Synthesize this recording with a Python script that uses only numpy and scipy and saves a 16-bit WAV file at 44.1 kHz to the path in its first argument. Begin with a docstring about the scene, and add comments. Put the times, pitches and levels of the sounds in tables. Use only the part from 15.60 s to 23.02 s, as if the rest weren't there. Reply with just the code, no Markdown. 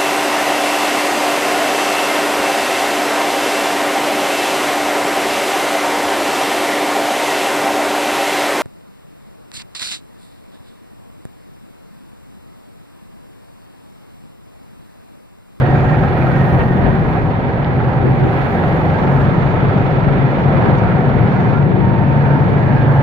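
"""On airfield pavement, heard from the open seat of a petrol golf cart while a second cart keeps pace.
Two single-cylinder engines sound harmonics of their firing rates, which beat against each other over
the boom of the body and the roar of the tyres. Meshing gears whine, grit excites the modes of the roof,
the frame squeaks and fittings rattle with each firing. A third engine revs at the start, and an
oncoming buggy adds its hum near the end."""
import sys
import numpy as np
from scipy import signal
from scipy.io import wavfile
from scipy.ndimage import uniform_filter1d, minimum_filter1d

SR = 44100
rng = np.random.default_rng(int(sys.argv[2]) if len(sys.argv) > 2 else 0)


def dump_mix(stems):
    """Bounce the given channels to the path in sys.argv[1] as a 16-bit WAV at rate SR."""
    frames = np.atleast_2d(stems).T  # one column per channel
    limited = np.clip(frames, -1, 1)  # hard clip at full scale
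    pcm = np.round(limited * 32767).astype(np.int16)
    wavfile.write(sys.argv[1], SR, pcm)


N = 327222
TIME = np.arange(N) / SR


def from_db(db):
    """Amplitude ratio: a factor of ten for every 20 dB."""
    return 10 ** (np.asarray(db) / 20)

def rms_one(x):
    """Normalisation to unit mean power."""
    return x / np.sqrt(np.mean(x ** 2) + 1e-20)

def in_time(rows):
    """Linear interpolation in time, one curve for each column after the first."""
    times, *columns = np.transpose(rows)
    return [np.interp(TIME, times, column) for column in columns]

def at_hz(points, hz):
    """Interpolation on a logarithmic frequency axis."""
    frequencies, values = np.transpose(points)
    return np.interp(np.log(hz), np.log(frequencies), values)

def swell(t, half_s):
    """Gaussian envelope: 1 at time t, 1/e a half-length to either side."""
    return np.exp(-((TIME - t) / half_s) ** 2)

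def turns(hz):
    """Phase in cycles is the integral of frequency, here from a random start."""
    return np.cumsum(hz) / SR + rng.random()

def drift(corner_hz):
    """Random modulation of rms 1: white noise smoothed by two equal poles."""
    step, settling = 40, 2000
    pole = np.exp(-2 * np.pi * corner_hz * step / SR)
    white = rng.standard_normal(N // step + settling + 2)
    slow = signal.lfilter([1], [1, -2 * pole, pole * pole], white)[settling:]
    return np.interp(np.arange(N) / step, np.arange(len(slow)), rms_one(slow))

def low_pass(x, hz):
    """Fourth-order roll-off, 24 dB per octave."""
    return signal.sosfilt(signal.butter(4, hz, fs=SR, output="sos"), x)

def resonate(x, modes):
    """Modal superposition: damped resonators in parallel, alternating in sign."""
    out = 0
    for k, (hz, width, db) in enumerate(modes):
        r = np.exp(-np.pi * width / SR)
        poles = [1, -2 * r * np.cos(2 * np.pi * hz / SR), r * r]
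        mode = (1 - r * r) / 2 * signal.lfilter([1, 0, -1], poles, x + 1e-18)
        out += (-1) ** k * from_db(db) * mode
    return out

def wavering_tone(hz, wander, rough):
    """A sinusoid of rms 1 under random frequency and amplitude modulation."""
    amplitude = 1 + rough * drift(2.1)
    cycle = turns(hz * (1 + wander * drift(12.6)))
    return rms_one(amplitude * np.sin(2 * np.pi * cycle))

def narrow_noise(hz, spread_hz):
    """Narrow-band noise: two carriers in quadrature, each randomly modulated."""
    angle = 2 * np.pi * turns(hz)
    return drift(spread_hz) * np.cos(angle) + drift(spread_hz) * np.sin(angle)

def harmonics(cycle, orders, rough):
    """Periodic firing gives a harmonic series; unequal strokes modulate phase and amplitude."""
    out = 0
    for order, db in orders:
        angle = 2 * np.pi * (order * cycle + rng.random()) + rough * drift(4.4)
        out += np.sqrt(2) * from_db(db) * (1 + rough * drift(8.6)) * np.sin(angle)
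    return out

def throb(cycle, firing, crank):
    """Amplitude modulation at the firing rate and at the crank rate, which is twice as high."""
    return rms_one(np.exp(firing * np.cos(2 * np.pi * cycle) + crank * np.cos(4 * np.pi * cycle)))

def impacts(per_s, spread_db):
    """Shot noise: two independent trains of impulses, random in time, size and sign."""
    struck = rng.random((2, N)) < per_s / SR
    return struck * from_db(spread_db * rng.random((2, N))) * rng.choice([-1, 1], (2, N))

def pan(x, lean_db):
    """A level difference places a sound to the left (positive) or right."""
    return x * from_db(np.array([[.5], [-.5]]) * lean_db)

def left_first(x, lag_s):
    """A path difference delays sound from the left on its way to the right channel."""
    return np.array([x, np.interp(np.arange(N) - lag_s * SR, np.arange(N), x)])

# Likeness of left and right in the noise field: f/Hz, correlation coefficient
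CORRELATION = [(60, 0.75), (85, 0.43), (120, 0.64), (170, 1), (240, 0.58), (330, 0.62), (470, 0.73),
               (660, 0.7), (930, 0.29), (1310, -0.21), (1850, -0.36), (2600, 0.059)]
# Balance of the noise field: f/Hz, left minus right/dB
NOISE_LEAN = [(60, 9), (130, -1), (260, 4.5), (460, 0), (820, -1.5), (1400, -5.5), (2000, -4), (4000, -2.5),
              (6500, -5.5), (9000, 4), (12000, 7.5), (15000, -6.5)]
def at_ears(mid, side, hz):
    """Partial coherence: the sum and difference of independent signals form a stereo pair."""
    alike = at_hz(CORRELATION, hz)
    pair = np.sqrt(1 + alike) * mid + np.sqrt(1 - alike) * side * [[1], [-1]]
    return pan(pair, at_hz(NOISE_LEAN, hz))

def banded_noise(spectrum, flicker_db):
    """Broadband noise as a sum of roughly third-octave bands, each fluctuating independently."""
    bottom, top = spectrum[0][0], spectrum[-1][0]
    edges = np.geomspace(bottom, top, round(3 * np.log2(top / bottom)) + 2)
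    out, white = 0, rng.standard_normal((2, 2, N))
    for k, (low, high) in enumerate(zip(edges, edges[1:])):
        band = signal.butter(2, [low, high], "band", fs=SR, output="sos")
        mid, side = signal.sosfilt(band, white[k % 2])
        hz = np.sqrt(low * high)
        out += from_db(at_hz(spectrum, hz) + flicker_db * drift(8.1)) * at_ears(mid, side, hz)
    out = low_pass(out, 1.15 * top)
    return out / np.std(out.mean(axis=0))

# Rush of air and tyres: t/s, relative hiss level/dB, relative level of the highest treble/dB
RUSH = [(0.0, -61, -68), (0.55, -63.5, -67), (0.92, -61, -64), (1.15, -64.5, -69.5), (1.56, -65, -69.5),
        (1.68, -68.5, -73), (1.95, -68.5, -76), (2.15, -70, -74.5), (2.3, -65, -72.5), (2.5, -68.5, -72.5),
        (2.8, -62, -66.5), (3.6, -60.5, -69), (3.8, -62.5, -73.5), (4.6, -64.5, -74.5),
        (5.15, -61.5, -71.5), (5.3, -64, -76), (5.92, -61, -75.5), (6.08, -71, -81), (6.55, -65, -77.5),
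        (6.72, -61.5, -72), (7.05, -65, -74.5), (7.42, -60, -70)]
def ride_gain(db, rush_share=0, db_per_s=0):
    """Common modulation: a mean level, a share of the swing of the rush and a linear trend."""
    rush_db, _ = in_time(RUSH)
    return from_db(db + rush_share * (rush_db - rush_db.mean()) + db_per_s * (TIME - TIME.mean()))

# Spectra of the air's hiss and of its highest treble: f/Hz, relative density/dB
HISS_SPECTRUM = [(4600, 1.5), (5500, -2), (6400, -1.5), (7300, -5.5), (8200, -25)]
TREBLE_SPECTRUM = [(8000, -6.5), (9300, -8), (10500, -2), (12000, 3), (14000, -9), (16000, -1)]
def air_hiss(cycle):
    """Flow noise past the cab, modulated as the engine shakes it."""
    _, treble_db = in_time(RUSH)
    hiss = ride_gain(-67, rush_share=0.96, db_per_s=-0.45) * banded_noise(HISS_SPECTRUM, flicker_db=2)
    treble = from_db(treble_db + 2.5) * banded_noise(TREBLE_SPECTRUM, flicker_db=1)
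    return (hiss + treble) * throb(cycle, firing=0.07, crank=0.09)

# Gusts on the left microphone: t/s, half-length/s, level/dB
GUSTS = [(1.258, 0.091, -18), (2.47, 0.067, -13.5), (2.66, 0.04, -16), (5.085, 0.025, -14.5),
         (6.18, 0.16, -18.5), (6.54, 0.022, -36), (6.906, 0.36, -31.5)]
# Cavity modes of its port: f/Hz, bandwidth/Hz, gain/dB
PORT_MODES = [(223, 200, 2), (367, 82, 8.5)]
def wind():
    """Turbulence buffets each microphone separately; gusts excite cavity resonance in the left port."""
    force = sum(from_db(db) * swell(t, half) for t, half, db in GUSTS)
    flutter = force * rms_one(low_pass(resonate(rng.standard_normal(N), PORT_MODES), hz=630))
    pressure = ride_gain(-36.5, db_per_s=-1.2) * from_db(2 * drift(2))
    buffet = pressure * rms_one(low_pass(rng.standard_normal((2, N)), hz=55))
    return flutter * [[1], [0]] + buffet

# Rough patches of pavement: t/s, half-length/s, thud level/dB, change in tyre and rattle level/dB
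JOLTS = [(.3, .07, -28, 0), (0.953, 0.039, -20, 0.5), (1.008, 0.022, -24, 2.5), (1.1, 0.036, -19, -1),
         (1.261, 0.039, -15, 3), (1.56, .025, -38, 1.5), (2.79, 0.027, -43, 1), (3.45, 0.16, -41, 0.4),
         (3.847, 0.36, -29, 0.5), (5.047, 0.14, -38, 2.8)]
def jolt_gain():
    """Transient excitation: jolts briefly change the level of tyres, grit and fittings."""
    return from_db(sum(db * swell(t, half) for t, half, _, db in JOLTS))

# Spectrum of the chassis vibration: f/Hz, relative density/dB
RUMBLE_SPECTRUM = [(20, -17), (30, -6.5), (45, -4.5), (65, 0), (85, -6), (130, -20)]
def chassis_rumble():
    """Structure-borne road noise: steady shaking and the thuds of jolts add in power."""
    thud = sum(from_db(db) * swell(t, half) for t, half, db, _ in JOLTS)
    steady = ride_gain(-33.5, db_per_s=-0.68)
    return np.hypot(steady, thud) * banded_noise(RUMBLE_SPECTRUM, flicker_db=3.5)

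# Spectra of the tyres' roar and the tread's hiss: f/Hz, relative density/dB
ROAR_SPECTRUM = [(150, -21.5), (250, 3.5), (320, -0.5), (390, -0.5), (500, -1), (620, -3.5), (760, -2),
                 (920, -4.5), (1150, -19), (1800, -40)]
TREAD_SPECTRUM = [(750, -24), (1050, 6), (1250, 1), (1650, 2.5), (2000, -18), (2600, -33)]
def tyres(cycle):
    """Rolling contact radiates broadband noise; its upper band throbs with the engine."""
    roar = ride_gain(-21.5, rush_share=0.27, db_per_s=0.13) * banded_noise(ROAR_SPECTRUM, -0.62)
    tread = ride_gain(-33, rush_share=0.52) * banded_noise(TREAD_SPECTRUM, flicker_db=1.36)
    return jolt_gain() * (roar + tread * throb(cycle, firing=0.081, crank=0.04))

# Modes of roof and windscreen: f/Hz, bandwidth/Hz, gain/dB
ROOF_MODES = [(370, 55, -3), (497.5, 25, 2.5), (563.5, 23, 4.5), (710, 20, 4.5), (740.5, 49, 0.5),
              (942, 150, -9.5), (1289, 59, -7.5), (1383, 30, -11), (1640, 24, -5.5), (1719, 25, -6),
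              (1870, 35, -10), (1990, 77, -13.5)]
def roof():
    """Impact excitation: grit under the tyres rings modes that wax and wane as the panels flex."""
    grit = impacts(per_s=400, spread_db=9.5)
    ringing = 0
    for k, (hz, width, db) in enumerate(ROOF_MODES):
        mid, side = resonate(grit, [(hz, width, db)])
        ringing += (-1) ** k * from_db(drift(1.3)) * at_ears(mid, side, hz)
    ringing = low_pass(ringing, hz=2600)
    return jolt_gain() * ride_gain(-30, rush_share=0.23) * ringing / np.std(ringing.mean(axis=0))

# Chatter of the fittings: t/s, level/dB
CHATTER = [(0, -36), (.35, -36.5), (.6, -36), (.95, -37), (1.12, -38.5), (1.55, -38.5), (1.75, -39),
           (2.45, -39), (2.78, -35.5), (3.6, -37), (4.1, -36.5), (4.65, -36.5), (5.1, -37.5), (5.3, -37),
           (5.93, -37), (6.05, -40), (6.35, -39), (6.65, -38), (7.42, -37.5)]
# Spectrum of their buzz: f/Hz, relative density/dB
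BUZZ_SPECTRUM = [(1400, -3), (1850, 6), (2300, 3), (2700, -4.5), (3200, -7.5), (3750, -7.5), (4500, -27),
                 (5300, -40.5)]
# Their modes: f/Hz, bandwidth/Hz, gain/dB
FITTING_MODES = [(1900, 500, -2), (2900, 900, 0), (3700, 900, 0), (4600, 900, -2)]
def rattles(cycle):
    """Intermittent contact: loose fittings buzz and strike, most often just as the engine fires."""
    buzz = banded_noise(BUZZ_SPECTRUM, flicker_db=0.96) * throb(cycle, firing=0.096, crank=0.047)
    contacts = impacts(per_s=130 * (1 + np.cos(2 * np.pi * cycle)), spread_db=1.5)
    ringing = rms_one(low_pass(resonate(contacts, FITTING_MODES), hz=4500))
    shaking = from_db(in_time(CHATTER)[0]) * jolt_gain()
    return shaking * (buzz + from_db(-18.5) * pan(ringing, lean_db=-2))

# Single strikes of a fitting: t/s, impulse level/dB
TICKS = [(1.3286, -12), (2.046, -1.5), (3.6184, -13), (5.153, -5)]
def ticks():
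    """Impulse response: a bump strikes a fitting once, and its heavily damped modes die quickly."""
    strikes = np.zeros(N)
    for t, db in TICKS:
        strikes[round(t * SR)] = from_db(db)
    ringing = resonate(strikes, FITTING_MODES[1:])
    return pan(low_pass(low_pass(ringing, hz=4200), hz=4200), lean_db=-14)

# Chafing of loose parts: t/s, half-length/s, lower f/Hz, upper f/Hz, level/dB
SCUFFS = [(.338, .028, 2150, 2600, -35), (.93, .006, 5300, 6700, -55), (1.009, 0.016, 1350, 2750, -27.5),
          (1.18, .008, 2520, 3500, -47), (3.62, .025, 5000, 9000, -61), (5.186, .012, 4000, 6800, -53)]
def scuffs():
    """Sliding friction: on bumps, loose parts give short bursts of band-limited noise."""
    out = 0
    for t, half, low, high, db in SCUFFS:
        band = signal.butter(4, [low, high], "band", fs=SR, output="sos")
        out += from_db(db) * swell(t, half) * rms_one(signal.sosfilt(band, rng.standard_normal((2, N))))
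    return pan(out, lean_db=-1.5)

# Squeaks of the frame's joints: t/s, half-length/s, f/Hz, glide/(Hz/s), level/dB
SQUEAKS = [(.735, .035, 505, 1400, -28), (.742, .02, 1570, 3500, -31), (.8, .015, 1285, 0, -31),
           (5.79, .016, 2040, 0, -36), (5.972, .04, 1390, 250, -31.5)]
def squeaks():
    """Frictional oscillation: flexing joints give nearly pure tones, most of them gliding upwards."""
    out = 0
    for t, half, hz, glide, db in SQUEAKS:
        pitch = hz + glide * np.clip(TIME - t, -2 * half, 2 * half)
        out += from_db(db) * swell(t, half) * np.sqrt(2) * np.sin(2 * np.pi * turns(pitch))
    return pan(out, lean_db=-3.5)

# Squeals of the drive: t/s, half-length/s, f/Hz, spread/Hz, level/dB
SQUEALS = [(.12, .14, 1860, 40, -38), (.31, .05, 1845, 40, -32.5), (.3, .22, 1620, 40, -38),
           (1, .57, 1858, 30, -39), (7.22, .2, 1615, 22, -37.5), (7.2, .22, 1740, 18, -40)]
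def belt():
    """Bursts of narrow-band noise are heard as the rasp or squeal of a drive belt."""
    squeals = sum(from_db(db) * swell(t, half) * narrow_noise(np.full(N, hz), spread)
                  for t, half, hz, spread, db in SQUEALS)
    return pan(squeals, lean_db=-7.5)

# Gear whine, its pitch following road speed: t/s, f/Hz, level at f/dB, level at 1.5 f/dB
GEAR_WHINE = [(0, 718.8, -34, -49.5), (.45, 775, -36, -50), (.8, 781, -32, -50), (1.7, 770, -39, -61.5),
              (2.3, 775, -35.5, -55), (2.7, 780, -35, -57), (3.1, 795.8, -38.5, -48), (3.6, 868, -39, -37),
              (4.4, 890.4, -44, -39), (5.05, 921, -40.5, -38), (5.6, 930, -42.5, -42.5),
              (6.17, 915, -43, -51), (6.25, 913, -27.5, -54.5), (6.32, 913, -34, -54),
              (6.39, 915, -27.5, -53), (6.5, 910, -33, -51), (6.7, 900.4, -32, -48.5),
              (6.95, 887, -32.5, -43), (7.42, 868, -32, -42)]
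# Rasp of the gears under load: t/s, level/dB
GEAR_RASP = [(0, -40), (.5, -27.5), (.8, -44), (1.7, -38.5), (2.3, -31.5), (3, -32.5), (3.5, -33),
             (4, -46.5), (7.42, -46.5)]
def gears():
    """Gear meshing gives a tone, modulated by the unsteady belt drive and broadened under load."""
    hz, whine_db, upper_db = in_time(GEAR_WHINE)
    tone = wavering_tone(hz, wander=0.008, rough=0.36)
    skirt = from_db(-6) * narrow_noise(hz, spread_hz=30)
    octave = from_db(-15) * narrow_noise(2 * hz, spread_hz=33)
    whine = from_db(whine_db) * (tone + skirt + octave)
    upper = from_db(upper_db) * narrow_noise(1.5 * hz, spread_hz=65)
    rasp = from_db(in_time(GEAR_RASP)[0]) * narrow_noise(1.035 * hz, spread_hz=53)
    return pan(left_first(whine + upper + rasp, lag_s=0.000087), lean_db=-2.5)

# Third engine: t/s, firing rate/Hz, fourth harmonic level/dB, fifth harmonic level/dB
THIRD_ENGINE = [(0, 26.6, -30, -18), (.25, 28.9, -17.5, -16.5), (.5, 31, -29.5, -19.5),
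                (.8, 34.7, -15.5, -23.5), (1.05, 35.2, -21, -26), (1.35, 37.8, -23, -26),
                (1.6, 41, -24, -39), (1.9, 44, -56, -63)]
def third_engine():
    """Harmonics rise in proportion to the firing rate as an engine revs and is left behind."""
    firing_hz, fourth_db, fifth_db = in_time(THIRD_ENGINE)
    cycle = turns(firing_hz)
    fourth = from_db(fourth_db) * harmonics(cycle, [(4, 0)], rough=0.15)
    fifth = from_db(fifth_db) * harmonics(cycle, [(5, 0)], rough=0.15)
    return pan(left_first(fourth + fifth, lag_s=0.00057), lean_db=-1)

# Hum of the oncoming buggy: t/s, f/Hz, level/dB
BUGGY_HUM = [(0, 124, -70), (5.1, 124, -46), (5.45, 123, -23), (5.7, 120, -27), (5.9, 116, -23.5),
             (6.5, 114.5, -26.5), (7, 114, -18.5), (7.42, 115, -18.5)]
def buggy():
    """A single modulated partial grows louder as its source approaches."""
    hz, db = in_time(BUGGY_HUM)
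    return from_db(db) * wavering_tone(hz, wander=0.0034, rough=0.29)

# Drone of the two carts: t/s, relative level/dB
DRONE_LEVEL = [(0.0, -14), (0.85, -14.5), (1.4, -14), (1.85, -15.5), (2.2, -16), (2.65, -16), (2.85, -22.5),
               (3.45, -16), (4.15, -15.5), (4.35, -16), (4.6, -13), (4.76, -17), (4.95, -10.5),
               (5.3, -12.5), (7.42, -15.5)]
EXHAUST_DB, BOOM_DB = 1.37, -3.5  # exhausts and body boom, relative to the drone
def drone_gain(offset_db):
    """Gains add in decibels: exhausts and body boom share one envelope, each with its offset."""
    return from_db(in_time(DRONE_LEVEL)[0] + offset_db)

# Spectrum of the body's boom: f/Hz, relative density/dB
BOOM_SPECTRUM = [(55, -31), (80, -6), (100, -3.5), (135, -2.5), (175, -6), (220, -10), (290, -33.5),
                 (450, -31.5)]
# Brief hums of the body: t/s, half-length/s, f/Hz, level/dB
BODY_HUMS = [(1.15, .3, 378, -32), (2.302, .18, 156.4, -25.5), (2.55, 0.15, 357, -33),
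             (2.953, 0.27, 227, -28.5), (3.194, 0.24, 159.2, -23), (3.8, 0.11, 160, -23.5),
             (5.42, 0.053, 745, -28)]
def body():
    """Resonance: the body booms with the drone, and now and then one part is shaken into a hum."""
    boom = drone_gain(BOOM_DB) * banded_noise(BOOM_SPECTRUM, flicker_db=0.4)
    hums = sum(from_db(db) * swell(t, half) * wavering_tone(hz, wander=0.0051, rough=0.074)
               for t, half, hz, db in BODY_HUMS)
    return boom + pan(hums, lean_db=-1)

# Modes of the body panels: f/Hz, bandwidth/Hz, gain/dB
PANEL_MODES = [(414, 75, -12.5), (531, 120, 1.5), (730, 74, -1), (1290, 150, -7), (1795, 47, -18)]
# Engine harmonics that they pick out: order, relative level/dB
PANEL_ORDERS = [(14, -8), (16, -5), (17, -4.5), (18, -4), (25, -14.5), (30, -10.5), (34, -7), (35, -11.5)]
# Strength of their shaking: t/s, level/dB
PANEL_SHAKE = [(0, -28), (.8, -32), (1.8, -37), (2.7, -33), (3.4, -32.5), (5, -32), (6, -33), (7.42, -43)]
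def panels(cycle):
    """Forced vibration: panels hum with the engine and ring to blows of firing, piston and valves."""
    hum = harmonics(cycle, PANEL_ORDERS, rough=0.49)
    blows = np.zeros(N)
    for point in rng.random(6):  # six blows, at the same points of every cycle
        count = np.floor(cycle + point)
        blows += np.diff(count, prepend=count[0]) * rng.choice([-1, 1])
    ringing = rms_one(resonate(blows * from_db(4 * drift(10)), PANEL_MODES))
    knock = from_db(-0.5) * low_pass(ringing, hz=2560)
    return from_db(in_time(PANEL_SHAKE)[0]) * pan(hum + knock, lean_db=-4.5)

# Shares of the drone: t/s, ridden cart/dB, second cart/dB, second cart's sixth harmonic/dB
EXHAUST_SHARES = [(0, -10.5, -22.5, -23.5), (1.3, -8, -13, -21), (1.8, -9.5, -20, -24),
                  (2.25, -9, -16.5, -5), (2.6, -6, -9, -3), (2.95, -3, -4, -8.5), (3.5, -4, -9.5, -7.5),
                  (4.15, -5, -8, -13), (4.6, -5.5, -11, -7.5), (5, -11.5, -13, -13), (5.6, -8, -15.5, -13),
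                  (6, -17.5, -9, -3.5), (6.3, -7, -6.5, -7.5), (6.55, -15.5, -13, -1.5), (6.9, -11, -6, -4),
                  (7.42, -11, -15.5, 0)]
# Engine speed of the second cart: t/s, firing rate/Hz
SECOND_FIRING = [(0, 20), (1.9, 20.2), (2.25, 21), (2.55, 21.5), (3.1, 22.7), (3.6, 23.2), (4.2, 23.9),
                 (4.8, 24.15), (5.2, 24), (5.6, 24.45), (6.1, 23.95), (6.55, 23.8), (7.42, 23.2)]
# Its exhaust spectrum: order, relative level/dB
SECOND_ORDERS = [(2, -29), (4, -5.5), (5, -24.5), (7, -10.5), (8, -2.5), (11, -20), (16, -29), (18, -14)]
def second_exhaust():
    """Beats arise as these harmonics lie close in frequency to those of the ridden cart."""
    _, share_db, sixth_db = in_time(EXHAUST_SHARES)
    cycle = turns(in_time(SECOND_FIRING)[0])
    series = drone_gain(EXHAUST_DB + share_db) * harmonics(cycle, SECOND_ORDERS, rough=0.12)
    sixth = drone_gain(EXHAUST_DB + sixth_db) * harmonics(cycle, [(6, 0)], rough=0.06)
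    return series + sixth

# Exhaust spectrum of the ridden cart: order, relative level/dB
RIDDEN_ORDERS = [(2, -17), (3, -18), (4, -10), (5, -7), (6, 0), (7, -11.5), (8, -10.5), (10, -17),
                 (11, -20)]
def ridden_exhaust(cycle):
    """The periodic pulses of one cylinder radiate a harmonic series, strongest at the sixth order."""
    share_db = in_time(EXHAUST_SHARES)[0]
    return drone_gain(EXHAUST_DB + share_db) * harmonics(cycle, RIDDEN_ORDERS, rough=0.22)

# Engine speed of the ridden cart, governed in mid-run: t/s, firing rate/Hz
RIDDEN_FIRING = [(0, 21.3), (.4, 21.4), (.9, 21.86), (1.8, 22.44), (2.6, 22.78), (5.1, 22.73), (5.9, 22.8),
                 (6.25, 22), (6.6, 21.78), (7, 21.35), (7.42, 21.25)]
# Balance of the drone: t/s, left minus right/dB
DRONE_LEAN = [(0, -1), (1.3, 3.5), (2.6, -3), (3.6, 1.5), (5.2, 4.5), (6.2, 4), (7.42, 0)]
def scene():
    """Superposition in a free field: all sources add at the open seat, without reverberation."""
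    cycle = turns(in_time(RIDDEN_FIRING)[0])
    background = air_hiss(cycle) + wind() + chassis_rumble() + tyres(cycle) + roof()
    loose_parts = rattles(cycle) + ticks() + scuffs() + squeaks()
    machinery = belt() + gears() + third_engine() + body() + panels(cycle)
    drone = left_first(buggy() + second_exhaust() + ridden_exhaust(cycle), lag_s=0.00082)
    return background + loose_parts + machinery + pan(drone, in_time(DRONE_LEAN)[0])

def record(dry):
    """Band and peak limiting: deepest bass and top are cut, and a smooth gain holds down the peaks."""
    x = signal.sosfilt(signal.butter(2, 22, "high", fs=SR, output="sos"), dry)
    headroom = np.minimum(1, .93 / (np.abs(x).max(axis=0) + 1e-9))
    gain = uniform_filter1d(minimum_filter1d(headroom, size=801), size=801)
    treble_cut = signal.ellip(10, .1, 80, 15760, fs=SR, output="sos")
    return signal.sosfilt(treble_cut, x * gain)


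dry = scene()
out = record(dry)
dump_mix(out)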